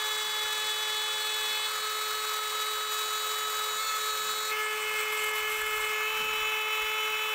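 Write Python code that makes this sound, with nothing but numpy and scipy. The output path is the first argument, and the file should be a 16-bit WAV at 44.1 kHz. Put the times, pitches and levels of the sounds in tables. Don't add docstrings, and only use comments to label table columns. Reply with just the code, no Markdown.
import sys
import numpy as np
from scipy import signal
from scipy.fft import rfft, irfft
from scipy.io import wavfile
from scipy.ndimage import uniform_filter1d

SR = 44100
rng = np.random.default_rng(int(sys.argv[2]) if len(sys.argv) > 2 else 0)


def wav_record(signal):
    frames = np.transpose(np.atleast_2d(signal))
    bounded = np.clip(frames, -1, 1)
    quanta = np.round(bounded * 32767).astype(np.int16)
    wavfile.write(sys.argv[1], SR, quanta)


def gain_from_decibels(decibels):
    exponent = np.asarray(decibels, float) / 20
    return 10 ** exponent


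N = 323694


def evened(x):
    return x / np.sqrt(np.mean(x ** 2) + 1e-20)


def hiss():
    return rng.standard_normal(N)


def curve(rows):
    times_s, values = np.transpose(rows)
    return np.interp(np.arange(N) / SR, times_s, values)


def bumps(rows, size=0):
    t = np.arange(0, N + 64, 64) / SR
    total = np.zeros(len(t))
    for row in rows:
        total += row[size + 2] * np.exp(-((t - row[0]) / row[1]) ** 2)
    return np.interp(np.arange(N) / SR, t, total)


def drift(rate_hz):
    steps = rng.standard_normal(N // 64 + 2)
    smooth = signal.lfilter(*signal.butter(2, rate_hz, fs=SR / 64), steps)
    return np.interp(np.arange(N), np.arange(len(steps)) * 64, evened(smooth))


def resonate(x, hz, width_hz):
    pole = np.exp(np.pi * (2j * hz - width_hz) / SR)
    twice = [1, -2 * pole, pole ** 2]
    once = signal.lfilter([1], twice, x)
    return evened(signal.lfilter([1], twice, once).real)


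# (start_s, second_view_share 0-1, shank_ring_db, chip_hiss_db)
PASSES = [(0, 0.2, -46, -53), (.45, 0.15, -46, -60), (1.1, 0.18, -45, -52), (1.68, 0.2, -46, -50),
          (2.7, 0.16, -46, -47.5), (4.514, .9, -58, -60), (4.6, 0.67, -50, -60), (4.752, 0.84, -50, -63),
          (5.3, 0.86, -50, -53), (5.93, 1, -55, -62), (6.08, 1, -56, -62.5)]


def by_pass(values, table=PASSES):
    blend_s = 0.044
    starts = [int(row[0] * SR) for row in table]
    held = np.repeat(np.asarray(values, float), np.diff([0] + starts[1:] + [N]))
    jump = next(int(row[0] * SR) for row in PASSES if row[1] > .5)
    parts = np.split(held, [jump])
    return np.concatenate([uniform_filter1d(part, int(blend_s * SR), mode="nearest") for part in parts])


# (time_s, turns_hz)
SPEED = [(0.05, 427.8), (0.9, 428.6), (1.8, 429.3), (2.1, 428.7), (2.7, 428.5), (3.6, 428.8), (4.3, 429.2),
         (4.45, 430.3), (4.6, 428.6), (4.85, 429.0), (5.2, 428.2), (5.9, 429.0), (6, 429.5), (6.27, 430.2),
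         (6.4, 431.5), (7.3, 431.4)]
# (start_s, time_to_top_s, rise_hz)
RUN_UPS = [
    (3.78, .065, 7.2),
    (6.04, .11, 3.0),
]


def shaft():
    hz = curve(SPEED) + 0.211 * drift(5.32) + 0.38 * drift(37.6)
    for start_s, top_s, rise_hz in RUN_UPS:
        u = np.maximum(np.arange(N) / SR - start_s, 0) / top_s
        hz = hz + rise_hz * (u * np.exp(1 - u)) ** 2
    return np.cumsum(hz) / SR


ALONG = (-47.5, -46, -50.5, -42.5, -48.5, -47, -43, -36.5, -40, -49, -52.5, -58.5, -60, -52.5, -62, -53,
         -57)
ACROSS = (-46, -55, -38, -47, -55, -51, -46, -46, -39.5, -48, -53, -62, -66, -55, -61, -48, -53.5)
LIFTED = (-51.5, -56, -33.5, -48, -43.5, -48, -58, -43, -44, -40.5, -57.5, -64, -62, -52.5, -60, -44.5, -53)
EDGE = (-41.5, -50, -41.5, -42.5, -37.5, -43, -42, -50, -58, -56, -58.5, -58.5, -59.5, -58, -60, -59.5, -60)
CORNER = (-43, -45.5, -40.5, -48, -40, -36.5, -39, -44.5, -50, -62.5, -66, -59, -56, -58.5, -71, -53, -62)
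# (start_s, order_levels)
LEGS = [
    (0, ALONG),
    (1.68, ACROSS),
    (3.79, LIFTED),
    (3.98, ACROSS),
    (4.514, EDGE),
    (6.08, CORNER),
]
# (order, centre_s, half_length_s, lift_db)
SWELLS = [(1, 1.64, 0.16, -3.5), (4, 1.63, .08, -4), (7, 4.45, .06, -10), (5, 7.32, 0.17, -7),
          (4, 5.34, 0.018, 6), (6, 4.53, .015, 6), (6, 6.34, 0.056, 3.5), (5, 4.42, .08, 7),
          (10, 3.54, .15, -3.5), (3, 4.64, .08, 2), (5, 4.55, 0.015, 4), (5, 4.575, 0.013, -13),
          (4, 4.645, .04, 10), (4, 4.56, .03, -4), (6, 4.62, .05, -8), (10, 3.83, .04, -3),
          (5, 4.78, 0.044, -8), (3, 1.72, .04, -4), (3, 2.25, 0.11, -2), (4, 4.8, 0.043, -5),
          (4, 5.07, 0.031, -7), (4, 5.29, 0.027, 3), (4, 5.46, .04, 6.5), (4, 5.54, 0.023, -10),
          (4, 5.62, .03, 5), (6, 5.1, .03, 4), (9, 3.96, 0.051, -6), (1, 3.89, .025, -6)]
# (order, start_s, end_s, lift_db)
HOLDS = [(5, 0, .5, 3), (6, 0, .45, -4.5), (7, 0, .45, -3.5), (11, 0, .45, 3.5), (17, 0, .45, 3.5),
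         (6, 1.3, 1.76, 4), (7, 1.7, 1.68, 2), (10, 0.9, 2.3, 3), (5, 1.5, 2.7, 5), (17, 1, 2.7, -6),
         (9, 1.68, 2.53, -1.5), (3, 4.5, 4.75, 2), (7, 4, 4.51, -3), (10, 4, 4.64, 3.5),
         (11, 3.98, 4.51, -8), (15, 3, 4.51, 5), (17, 3.98, 4.51, 4), (16, 1.5, 2.9, -3.5),
         (14, 0, .9, 2.5), (11, 5, 4.75, 4), (6, 5.93, 6.08, 5), (16, 5.93, 6.08, 7), (4, 5.93, 6.08, 2.5),
         (9, 5.93, 6.08, 5), (11, 5.5, 6.36, -7), (5, 6.08, 6.4, -8), (5, 6.4, 6.53, -4), (8, 6, 6.36, -7),
         (12, 6.5, 6.36, -9), (10, 6.08, 6.36, 5)]
# (order, start_s, end_s, level_db)
WHISTLES = [
    (19, 0, 5, -58.5),
    (20, 0, 5, -60),
    (23, 1.5, 4.46, -61),
    (33, 1.7, 4.46, -60),
    (19, 2.5, 7.34, -62),
    (24, 6.5, 7.34, -66),
    (35, 6.4, 7.34, -62),
]


def orders(turns):
    out = np.zeros(N)
    order_unrest = (0.5, 0.84, 0.83, 1.15, 0.79, 1.25, 0.89, 0.77, 0.75)
    for k in range(len(ALONG)):
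        order = k + 1
        unrest = order_unrest[k] if k < 9 else 1.3
        level_db = by_pass([levels[k] for _, levels in LEGS], LEGS)
        level_db += unrest * (0.96 * drift(9.4) + 1.2 * drift(20.0))
        level_db += bumps([row[1:] for row in SWELLS if row[0] == order])
        for which, start, end, db in HOLDS:
            if which == order:
                level_db += curve([(start - .02, 0), (start + .02, db), (end - .02, db), (end + .02, 0)])
        lag = -.27 * order ** 2 + 0.13 * unrest * drift(13.0)
        out -= np.sqrt(2) * gain_from_decibels(level_db) * np.cos(2 * np.pi * order * turns - lag)
    for order, start, end, db in WHISTLES:
        gate = curve([(start - .05, 0), (start, 1), (end, 1), (end + .05, 0)])
        tone = np.sqrt(2) * np.cos(2 * np.pi * order * turns)
        out += gain_from_decibels(db + 2.034 * drift(12.0)) * gate * tone
    return out


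# (pitch_hz, width_hz, level_db)
JET = (14650, 8500, -48)
# (centre_s, half_length_s, tip_ring_db, shank_lift_db)
CHATTER = [(4.65, .03, -82, 6), (4.82, .015, -57.5, 7), (5.012, 0.039, -62, 4), (5.144, 0.025, -44, 1),
           (5.185, 0.01626, -50, 7.5), (5.235, 0.047, -48, 4), (5.293, 0.028, -48, 5.5),
           (5.36, .022, -48, 1), (5.4, 0.017, -52, 3), (5.47, .02, -58, -5), (5.515, .035, -45, 3),
           (5.58, .025, -46, 3), (5.615, 0.01306, -46, 7.5), (5.665, .025, -47, 2), (5.702, .02, -54, 6),
           (5.754, .022, -47, 4.5), (5.81, .018, -50, 5.5), (5.87, .03, -54, 4), (5.915, .015, -58, 1)]


def cutter(turns, flicker):
    strikes = evened(sum(np.cos(2 * np.pi * k * turns + 0.1192 * k * k) for k in range(14, 38)))
    puffs = evened((1.2 + np.exp(-(turns % 1) / .3)) * hiss())
    t, tip_gain, lift_db = np.arange(N) / SR, np.zeros(N), np.zeros(N)
    ticks = drift(60.)
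    for s, half, tip_db, shank_db in CHATTER:
        near = slice(int((s - 2 * half) * SR), int((s + 2 * half) * SR))
        burst = np.exp(-((t[near] - s) / half) ** 2)
        tip_burst = burst * gain_from_decibels(tip_db - 2.0 + 2.5 * ticks[near])
        tip_gain[near] = np.maximum(tip_gain[near], tip_burst)
        lift_db[near] = np.maximum(lift_db[near], 1.22 * burst * shank_db)
    shank_gain = gain_from_decibels(by_pass([row[2] for row in PASSES]) + lift_db)
    chip_gain = gain_from_decibels(by_pass([row[3] for row in PASSES]))
    # pitch_hz, width_hz, share of strikes 0-1, gain
    rings = [(7970, 1630, 0.19, shank_gain), (14350, 2100, .08, chip_gain), (11500, 2100, .4, tip_gain)]
    jet_hz, jet_width_hz, jet_db = JET
    out = gain_from_decibels(jet_db) * resonate(hiss(), jet_hz, jet_width_hz)
    for hz, width_hz, share, gain in rings:
        share = np.clip(share + 0.037 * lift_db, 0, 1)
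        drive = share * strikes * gain_from_decibels(1.4 * drift(25.)) + (1 - share) * puffs
        out += gain * resonate(drive, hz, width_hz)
    return out * gain_from_decibels(1.04 * flicker)


# (start_s, pitch_hz, fade_by_60_db_s, level_db)
TOUCH = (3.893, 3900, .035, -27)


def touch():
    start_s, hz, fade_s, db = TOUCH
    t = np.maximum(np.arange(N) / SR - start_s, 0)
    return gain_from_decibels(db - 60 * t / fade_s) * np.sin(2 * np.pi * hz * t)


# (pitch_hz, level_db per Hz)
AIR_FIRST = [(300, -95.5), (450, -82.5), (650, -83.5), (850, -80), (1200, -66.5), (1450, -72),
             (1950, -74.5), (2250, -74), (2900, -81.5), (3700, -74), (4600, -79), (6700, -80.5),
             (9600, -85.5), (15500, -92.5)]
# (pitch_hz, level_db per Hz)
AIR_SECOND = [(300, -95.5), (450, -87), (650, -86), (850, -76.5), (1200, -66.5), (1450, -70.5), (1950, -75),
              (2250, -66.5), (2900, -73), (3700, -81), (4600, -88), (6700, -86), (9600, -91.5),
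              (15500, -85.5)]


def air(turns, flicker):
    hz, t, z = signal.stft(hiss(), SR, nperseg=1024, noverlap=768)

    def spectrum(rows):
        points_hz, levels_db = np.transpose(rows)
        return np.interp(np.log(hz + 1), np.log(points_hz), levels_db)

    share = np.interp(t * SR, np.arange(N), by_pass([row[1] for row in PASSES]))
    patches = uniform_filter1d(rng.standard_normal(z.shape), 8, 0)
    patches = evened(uniform_filter1d(patches, 5, 1))
    gusts = np.clip(hz / 5000, 0, 1)[:, None] * np.interp(t * SR, np.arange(N), flicker)
    field_db = np.outer(spectrum(AIR_FIRST), 1 - share) + np.outer(spectrum(AIR_SECOND), share)
    field_db += patches + 1.14 * gusts
    shaped = z * gain_from_decibels(field_db) * np.sqrt(SR / 2)
    noise = signal.istft(shaped, SR, nperseg=1024, noverlap=768)[1][:N]
    return noise * (1 + 0.28 * np.cos(2 * np.pi * turns))


# (pitch_hz, width_hz, level_db)
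BEARING = (528, 22.9, -57)
# (centre_s, half_length_s, rumble_lift_db, drone_lift_db)
HANDLING = [(.3, .3, 1.5, 10.5), (.63, .05, 0.5, 8), (.96, .08, 4, 12), (1.45, .12, 4, 10),
            (3.82, 0.057, 1.5, 10), (4.3, 0.25, 0.5, 14.5), (4.6, .05, 14.5, -5), (4.95, .15, 5, 11.5),
            (5.3, 0.14, 9, 6), (5.68, 0.25, 14, 10), (6.22, 0.11, 10, 17), (6.44, 0.17, 15, 13.5),
            (6.85, .08, 10, 0.5), (7.11, 0.088, 9, 4)]


def low_end():
    lumps_db, lumps_hz = 3, 4.8
    rumble_db = -74.5 + bumps(HANDLING) + lumps_db * drift(lumps_hz)
    drone_db = -80.5 + bumps(HANDLING, size=1) + lumps_db * drift(lumps_hz)
    rumble = resonate(hiss(), 44.5, 93) * gain_from_decibels(rumble_db)
    drone = resonate(hiss(), 213, 250) * gain_from_decibels(drone_db)
    hz, width_hz, db = BEARING
    wavering_hz = hz + 0.249 * width_hz * drift(9.1)
    whirr = np.sqrt(2) * np.cos(2 * np.pi * np.cumsum(wavering_hz) / SR)
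    fuzz = 0.47 * resonate(hiss(), hz, width_hz)
    return rumble + drone + gain_from_decibels(db - 2.0) * (whirr + fuzz)


# (centre_s, half_length_s, lift_db)
BITES = [(1.49, .04, 2), (2.35, .05, 3.5), (2.41, .015, -7), (2.86, .05, -8), (2.94, .025, 7),
         (3.27, .08, 1.5), (3.44, .03, -6), (3.52, .05, 3.5), (4.21, .05, 1), (4.67, .04, -4),
         (4.84, 0.013, -3), (4.99, 0.051, 6), (5.25, .04, 4.5), (5.325, 0.017, -12), (5.37, 0.028, 7),
         (5.64, .03, -4), (6.19, .03, 3), (6.66, .06, -6)]


def scene():
    turns = shaft()
    flicker = 0.4 * bumps(BITES) + 0.85 * drift(35.0)
    throb = 1 + .16 * np.cos(2 * np.pi * np.arange(N) / 1024 + .9)
    whine = orders(turns) * gain_from_decibels(0.41 * flicker)
    noises = throb * (air(turns, flicker) + cutter(turns, flicker))
    mono = whine + noises + touch() + low_end()
    return np.array([mono, mono])


def top_cut(x):
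    return signal.sosfilt(signal.butter(12, 16340, fs=SR, output="sos"), x)


EDGE_HZ = 15730
# (centre_s, low_hz, high_hz, level_db)
SPLITS = [
    (1.24, 9000, 10500, -60),
    (1.24, 13200, 14600, -55),
    (4.16, 8300, 9700, -53),
    (4.16, 10400, 11800, -60),
    (4.16, 14600, 16000, -56.5),
    (4.86, 6972, 8400, -54),
    (4.95, 11000, 12500, -57),
    (6.21, 14500, 16000, -56.5),
]


def record(dry):
    low_pass = signal.firwin(2047, EDGE_HZ, window=("kaiser", 7), fs=SR)
    hz, side = np.fft.rfftfreq(2048, 1 / SR), np.zeros(N)
    for s, low_hz, high_hz, db in SPLITS:
        band = irfft(rfft(rng.standard_normal(2048)) * (hz > low_hz) * (hz < high_hz))
        start = int(s * SR) - len(hz)
        side[start:start + len(band)] += gain_from_decibels(db) * evened(band) * np.hanning(len(band)) ** .5
    limited = signal.oaconvolve(dry, low_pass[None], "same")
    return top_cut(limited + [side, -side])


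dry = scene()
out = record(dry)
wav_record(out)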